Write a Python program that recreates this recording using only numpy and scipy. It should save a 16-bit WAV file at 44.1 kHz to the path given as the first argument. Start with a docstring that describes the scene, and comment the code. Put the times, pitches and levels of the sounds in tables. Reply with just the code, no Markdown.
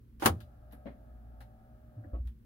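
"""A low engine hum, heard in stereo from the driver's seat of an idling car. Almost at once the door
locks snap shut: their motors run up, the latches knock, and one hard clack booms in the cabin air.
Outside the doors, small geared motors fold the two wing mirrors with a faint whirr, until the housings
meet their stops with a soft thump. Close by, the plastic trim gives small ticks and dull bumps."""
import sys
import numpy as np
from scipy.fft import rfft, irfft, next_fast_len
from scipy.io import wavfile
from scipy.ndimage import map_coordinates

SR = 44100
rng = np.random.default_rng(int(sys.argv[2]) if len(sys.argv) > 2 else 0)


def bounce(signal):
    """Save signal as a 16-bit WAV file at the path given by the first command-line argument."""
    frames = np.transpose(np.atleast_2d(signal))
    limited = np.clip(frames, -1, 1)
    pcm = np.round(limited * 32767).astype(np.int16)
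    wavfile.write(sys.argv[1], SR, pcm)


N = 108045


def amp(db):
    """Decibels to gain."""
    return 10 ** (np.asarray(db) / 20)

def along(points, hz):
    """Read (frequency, value) points on a log frequency axis."""
    knots_hz, values = np.transpose(points)
    return np.interp(np.log(hz + 1), np.log(knots_hz + 1), values)

def since(s):
    """Seconds since a moment, zero before it."""
    return np.maximum(np.arange(N) / SR - s, 0)

def fade(t, t60):
    """Exponential decay, 60 dB down after t60 seconds."""
    return np.exp(-np.log(1000) * t / t60)

def rise(t, attack_s):
    """Exponential build-up from 0 to 1."""
    return 1 - np.exp(-t / attack_s)

def pan(db):
    """Gains at the two microphones, the left louder by db."""
    return amp(np.array([[db], [-db]]) / 2)

def wobble(rate):
    """A smooth random curve, rate knots a second."""
    return map_coordinates(rng.standard_normal(N // 100), [np.arange(N) * rate / SR], mode="wrap")

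def filtered(x, gain):
    """Apply a gain that depends on frequency."""
    size = next_fast_len(N + SR // 2)
    return irfft(rfft(x, size) * gain(np.fft.rfftfreq(size, 1 / SR)), size)[:, :N]


# How alike the cabin sounds at the two microphones: (frequency [Hz], correlation [-1 to 1])
MIC_LIKENESS = [(60, 0.95), (130, .9), (290, 0.85), (640, .1), (1400, -.1), (4000, 0.004), (15000, 0)]
def mic_phase(hz):
    """Left and right phase shifts: bass reaches the microphones in step, higher sound out of step."""
    spread = np.arccos(np.clip(along(MIC_LIKENESS, hz), -1, 1)) / 2
    return np.array([[1], [-1]]) * spread

def noise(colour, size, ripple_db=0, ripple_hz=109.8):
    """Coloured stereo noise of rms 1, near mono in the bass, with optional narrow resonances."""
    hz = np.fft.rfftfreq(size, 1 / SR)
    spread = mic_phase(hz)[0]
    ripple = map_coordinates(rng.standard_normal(SR // 20), [hz / ripple_hz], mode="wrap")
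    ripple *= hz / (hz + 10 * ripple_hz)  # smoother in the bass
    phases = np.exp(2j * np.pi * rng.random((2, len(hz))))
    mid, side = phases * amp(along(colour, hz) + ripple_db * ripple) * [np.cos(spread), np.sin(spread)]
    stereo = irfft([mid + side, mid - side], size)
    return stereo / np.sqrt(np.mean(stereo ** 2) + 1e-20)

def shaft(hz, orders, jitter, waver_db):
    """Unsteady tones on the multiples of a turning shaft."""
    angle = 2 * np.pi * np.cumsum(hz * (1 + jitter * wobble(rate=16))) / SR
    tones = 0
    for order, db in orders:
        gain = np.sqrt(2) * amp(db + waver_db * wobble(rate=9.3))
        phase = rng.uniform(0, 2 * np.pi) + mic_phase(order * np.mean(hz))
        tones += gain * np.sin(order * angle + phase)
    return tones

def modes(table, t):
    """An object's resonances, struck once, each a little stronger or weaker by chance."""
    return sum(amp(db + rng.normal(0, 1)) * fade(t, t60) * np.sin(2 * np.pi * hz * t + mic_phase(hz))
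               for hz, db, t60 in table)

def rattle(colour, ring, t):
    """The dense ringing of trim and cabin after a blow; each band dies at its own speed."""
    hz = np.fft.rfftfreq(len(t), 1 / SR)
    spectrum = rfft(noise(colour, size=len(t), ripple_db=3.5))
    centres_hz, t60s = np.transpose(ring)
    cabin_tail = amp(-45.5) * fade(t, t60=.58)
    sound = 0
    for weights, t60 in zip(np.eye(len(ring)), t60s):
        band = irfft(spectrum * along(list(zip(centres_hz, weights)), hz))
        sound += band * (fade(t, t60) + cabin_tail)
    return sound

def play(events, sound, attack_s, treble_hz=3522, peak_octaves=.3):
    """A fresh blow for each row, with its own level, brightness, side and emphasised band."""
    track = np.zeros((2, N + SR))
    t, hz = np.arange(SR // 2) / SR, np.fft.rfftfreq(SR, 1 / SR)
    for s, db, treble_db, side_db, peak_hz, peak_db, *extra in events:
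        shelf = treble_db * hz ** 2 / (hz ** 2 + treble_hz ** 2)
        peak = peak_db * np.exp(-(np.log2((hz + 1) / peak_hz) / peak_octaves) ** 2)
        blow = irfft(rfft(sound(t, *extra), SR) * amp(shelf + peak))[:, :len(t)]
        onset = rise(t, attack_s + .00015 * max(-treble_db, 0))  # a duller contact builds more slowly
        track[:, round(s * SR):][:, :len(t)] += amp(db) * pan(side_db) * blow * onset
    return track[:, :N]


# The engine's lowest tone, at the driver's seat: (time [s], level [dB])
FIRING_LEVEL = [(0, -55), (.6, -54.5), (1.05, -56.5), (1.23, -50.5), (1.42, -53.5), (1.6, -64),
                (1.71, -53.5), (1.79, -65), (1.93, -66), (2.45, -60)]
# Fainter engine tones above it: (frequency [multiple of the firing rate], level [dB])
ENGINE_ORDERS = [(1.92, -69), (2, -67), (3.9, -70)]
# Rumble and hiss all round the microphones: (frequency [Hz], level [dB])
RUMBLE_COLOUR = [(15, -14.5), (30, -1), (60, 0), (85, -6.5), (115, -5), (165, -15), (235, -8.5),
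                 (300, -18.5), (420, -23.5), (700, -40.5), (1500, -39), (2500, -44.5), (7500, -53.5),
                 (11000, -48), (15500, -44.5)]
def idle(firing_hz=59.1):
    """The idling engine fills the cabin with a wavering hum, over rumble and faint hiss."""
    firing_db = np.interp(since(0), *np.transpose(FIRING_LEVEL))
    firing = shaft(firing_hz, [(1, firing_db)], jitter=.02, waver_db=2.5)
    overtones = shaft(firing_hz, ENGINE_ORDERS, jitter=.02, waver_db=2.5)
    return firing + overtones + amp(-57.5) * noise(RUMBLE_COLOUR, size=N)


# Spectra of a tick's contact and of the plastic ringing after it: (frequency [Hz], level [dB])
SNAP_SPECTRUM = [(1000, -6), (3300, 0), (6000, -8), (13000, -3)]
TICK_SPECTRUM = [(200, -6), (850, 4), (1050, -1), (1700, 3.5), (2400, -5.5), (3700, -5), (5500, -11),
                 (7500, -17), (9800, -9), (15300, -10)]
# How long the plastic rings: (frequency [Hz], t60 [s])
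TICK_DECAY = [(300, 0.067), (3000, .135), (14000, .14)]
def tick(t, snap_db):
    """A light plastic contact: an instant snap, then the ringing of the trim."""
    snap = amp(snap_db) * fade(t, t60=.014) * noise(SNAP_SPECTRUM, size=len(t))
    return snap + rattle(TICK_SPECTRUM, TICK_DECAY, t) * rise(t, attack_s=.002)


# Contacts in the trim, close by and mostly to the left:
# (time [s], level [dB], treble [dB], left-right [dB], emphasis [Hz], emphasis [dB])
TRIM_BUMPS = [(.73, -52, 2, -1, 1500, 7), (.856, -42, 5.5, 4, 230, 4), (.864, -41.5, 8, 0.5, 2000, 6),
              (1.975, -56, -25, 1.5, 263, 7), (2.04, -52, -28, 0, 300, 8.5),
              (2.134, -46.5, -18, 2.5, 1100, 4), (2.152, -55.5, 1, 1.5, 2700, 9)]
TRIM_CREAKS = [(2.037, -57, 0, 2.5, 1700, 0)]
TRIM_TICKS = [(.404, -54.5, -0.5, 4.5, 3800, 7, 2), (.709, -62, -8, 2, 900, 4, -20),
              (.721, -56, -4.5, 3.5, 12000, 12, -10), (1.404, -53, -4, 2, 1700, 2, -4),
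              (1.407, -50.5, -15, 2, 850, 8, -20), (2.251, -69, -3, 3, 3300, 3, -20),
              (2.273, -63.5, 0, 6, 3300, 7, 7)]  # with a last column (snap [dB])
# Spectra of a dull bump and of the creak: (frequency [Hz], level [dB])
BUMP_SPECTRUM = [(60, -7.5), (150, -2.5), (250, 5.5), (420, -9), (570, 2), (800, -10), (1200, -18),
                 (2000, -23.5), (4000, -39), (6000, -61), (15000, -62)]
CREAK_SPECTRUM = [(900, -25), (1700, 16), (2200, -5), (3000, -28), (9000, -47.5)]
# How long each rings: (frequency [Hz], t60 [s])
BUMP_DECAY = [(150, 0.27), (1000, .17), (5000, 0.22)]
CREAK_DECAY = [(1000, 0.087), (3000, 0.063)]
def trim():
    """Plastic trim ticks and bumps near the microphones, and creaks once as the mirrors seat."""
    ticks = play(TRIM_TICKS, tick, attack_s=.0004)
    bumps = play(TRIM_BUMPS, lambda t: rattle(BUMP_SPECTRUM, BUMP_DECAY, t), attack_s=.0015)
    creak = play(TRIM_CREAKS, lambda t: rattle(CREAK_SPECTRUM, CREAK_DECAY, t), attack_s=.003)
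    return ticks + bumps + creak


# The mirror motors, one outside the driver's door and one across the car:
# (time [s], near shaft [Hz], far shaft [Hz], near level [dB], far level [dB])
MIRROR_MOTORS = [(.38, 66.7, 68.2, -66, -66), (.51, 65.8, 67.7, -71, -69), (.68, 66.8, 67.2, -65, -69),
                 (.9, 67.3, 67.1, -66, -68), (1.1, 68.5, 67.5, -65, -64), (1.22, 68.1, 65.9, -68, -68),
                 (1.41, 67.3, 67.7, -68, -62), (1.53, 68, 68.8, -72, -66), (1.65, 69, 69.3, -66, -67),
                 (1.73, 68.8, 67.4, -67, -67), (1.9, 68.3, 66.7, -69, -69), (2.04, 66.8, 67, -61, -68),
                 (2.13, 65.6, 66, -59, -69)]
# Each motor's whine: (frequency [multiple of the shaft rate], level [dB])
NEAR_WHINE = [(8, -14), (9, -2.5), (10, -13.5), (18, -23), (21, -25), (25, -27)]
FAR_WHINE = [(8, -12), (11, -6.5), (12, -16), (13, -17), (19, -19), (24, -22)]
# Gear noise as it comes through the doors: (frequency [Hz], level [dB])
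GEAR_SPECTRUM = [(200, -24), (440, -14), (620, 3), (790, -1.5), (1000, -17), (1300, -4.5), (1470, -13.5),
                 (1700, -11.5), (2200, -34.5), (4000, -37), (9000, -52.5)]
def mirror_motors(on_s=.3, off_s=2.19, ramp_s=.06):
    """Two small geared motors, muffled by the doors; the near one strains at the end of its travel."""
    t = since(0)
    times, *columns = np.transpose(MIRROR_MOTORS)
    near_hz, far_hz, near_db, far_db = [np.interp(t, times, column) for column in columns]
    running = np.clip(np.minimum(t - on_s, off_s - t) / ramp_s, 0, 1)
    near = amp(near_db) * shaft(near_hz, NEAR_WHINE, jitter=.007, waver_db=3)
    far = amp(far_db) * shaft(far_hz, FAR_WHINE, jitter=.007, waver_db=3)
    gears = amp(-67.5 - 2.2 * t) * noise(GEAR_SPECTRUM, size=N)
    return running * pan(db=1) * (near + far + gears)


# The mirrors landing, faint from inside the car:
# (time [s], level [dB], treble [dB], left-right [dB], emphasis [Hz], emphasis [dB])
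MIRROR_STOPS = [(2.132, -50.5, -8, 2, 600, 2), (2.149, -53, 0, 2, 1200, 5)]
# Resonances of a mirror housing: (frequency [Hz], level [dB], t60 [s])
HOUSING_MODES = [(297, 2, .18), (352, -1, .15), (548, -3, .15), (650, -4, .15), (702, -3, .14),
                 (1125, -6, .11), (1280, -9, .11)]
def mirror_stops():
    """The two housings meet their stops and ring briefly."""
    return play(MIRROR_STOPS, lambda t: modes(HOUSING_MODES, t), attack_s=.001)


# Booms of the air around the microphones: (time [s], frequency [Hz], level [dB], attack [s], t60 [s])
CABIN_BOOMS = [(.297, 84.3, -22, 0.004, 0.13), (.301, 305, -28, .001, .08), (.321, 84.3, -29, .003, .13),
               (0.359, 108.2, -33, 0.0035, 0.16), (0.429, 78, -38.5, 0.0046, 0.16),
               (1.965, 111, -28.5, 0.02, 0.21), (2.06, 89.7, -35.5, .008, 0.16),
               (2.132, 57.8, -26, 0.0044, 0.36), (2.2, 63.7, -28.5, 0.0033, 0.23),
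               (2.25, 61.2, -25.5, 0.011, 0.27)]
def booms():
    """Thumps of the locks and mirrors set the closed cabin's air swinging."""
    air = 0
    for s, hz, db, attack_s, t60 in CABIN_BOOMS:
        t = since(s)
        air += amp(db) * np.sin(2 * np.pi * hz * t) * rise(t, attack_s) * fade(t, t60)
    return air


# Spectrum of a lock blow inside the cabin: (frequency [Hz], level [dB])
CLACK_SPECTRUM = [(40, -25.5), (110, -3.5), (300, -0.5), (450, -6), (720, 1), (1700, -4), (2300, -8.5),
                  (3200, -10.5), (4800, -14.5), (8500, -18), (9200, -14), (11000, -15), (13300, -19.5),
                  (15200, -18)]
# How long the trim rings after it: (frequency [Hz], t60 [s])
CLACK_DECAY = [(100, 0.31), (600, .125), (2000, 0.088), (5000, .085), (14000, 0.082)]
# Resonances of door panel and latch: (frequency [Hz], level [dB], t60 [s])
DOOR_MODES = [(115.2, -17, 0.17), (188, -20, .18), (225, -12.5, .18), (298, -20, 0.11), (393, -23, .15),
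              (515, -19, .15), (588, -12, .12), (788, -9, .13), (834, -13, .12), (988, -14, 0.1),
              (1250, 1, .015), (1362, -18, .1), (1717, -15, 0.076), (3165, -22, 0.11), (9070, -15, .06),
              (9213, -15, .07)]
def clack(t):
    """One lock blow: the crack of first contact, the door's modes and the rattle of the trim."""
    crack = amp(-2.5) * fade(t, t60=.014) * noise(CLACK_SPECTRUM, size=len(t))
    return crack + modes(DOOR_MODES, t) + rattle(CLACK_SPECTRUM, CLACK_DECAY, t)


# Lock motors scraping up to speed inside the doors: (frequency [Hz], level [dB])
RUN_UP_SPECTRUM = [(150, 3), (900, 0), (2000, -2.5), (5000, -5.5), (8000, -15), (10000, -8.5),
                   (15000, -10.5)]
# Lock parts hitting their stops, in the doors around the seat:
# (time [s], level [dB], treble [dB], left-right [dB], emphasis [Hz], emphasis [dB])
LOCK_BLOWS = [(.2215, -25.5, -13, -1, 1000, 3), (.233, -32, -13, -1.5, 700, 3),
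              (.2405, -37.5, -4, 1.5, 12000, 10), (.2505, -34, 2, 1, 15000, 9),
              (.258, -16.5, 3, 2.5, 1300, 2), (.2656, -25, -4.5, -0.5, 780, 4),
              (.272, -29.5, -10.5, 1, 1000, 1)]
# Balance of the locks between the microphones: (frequency [Hz], left-right [dB])
LOCK_BALANCE = [(100, -1.5), (380, -4), (700, 0.5), (2000, 1), (4400, -2.5), (8000, 0), (15000, 2)]
def locks(start_s=.198, full_speed_s=.24, swell_db_per_s=210):
    """The actuators run up and throw the latches; each band favours one microphone."""
    t = since(start_s)
    swell_db = -54.5 + swell_db_per_s * np.minimum(t, full_speed_s - start_s)
    envelope = (t > 0) * amp(swell_db) * fade(since(full_speed_s), t60=.05)
    run_up = envelope * noise(RUN_UP_SPECTRUM, size=N)
    latches = play(LOCK_BLOWS, clack, attack_s=.00062)
    return filtered(run_up + latches, lambda hz: amp(np.outer([1, -1], along(LOCK_BALANCE, hz)) / 2))


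def scene():
    """Everything that reaches the microphone pair at the driver's seat."""
    return locks() + trim() + booms() + mirror_motors() + mirror_stops() + idle()

def record(dry, low_cut_hz=28, top_hz=16300):
    """The recorder thins the deepest bass and keeps nothing above its band limit."""
    lean = filtered(dry, lambda hz: hz ** 4 / (hz ** 4 + low_cut_hz ** 4))
    return filtered(lean, lambda hz: np.clip((top_hz - hz) / 600, 0, 1) ** 2)


dry = scene()
out = record(dry)
bounce(out)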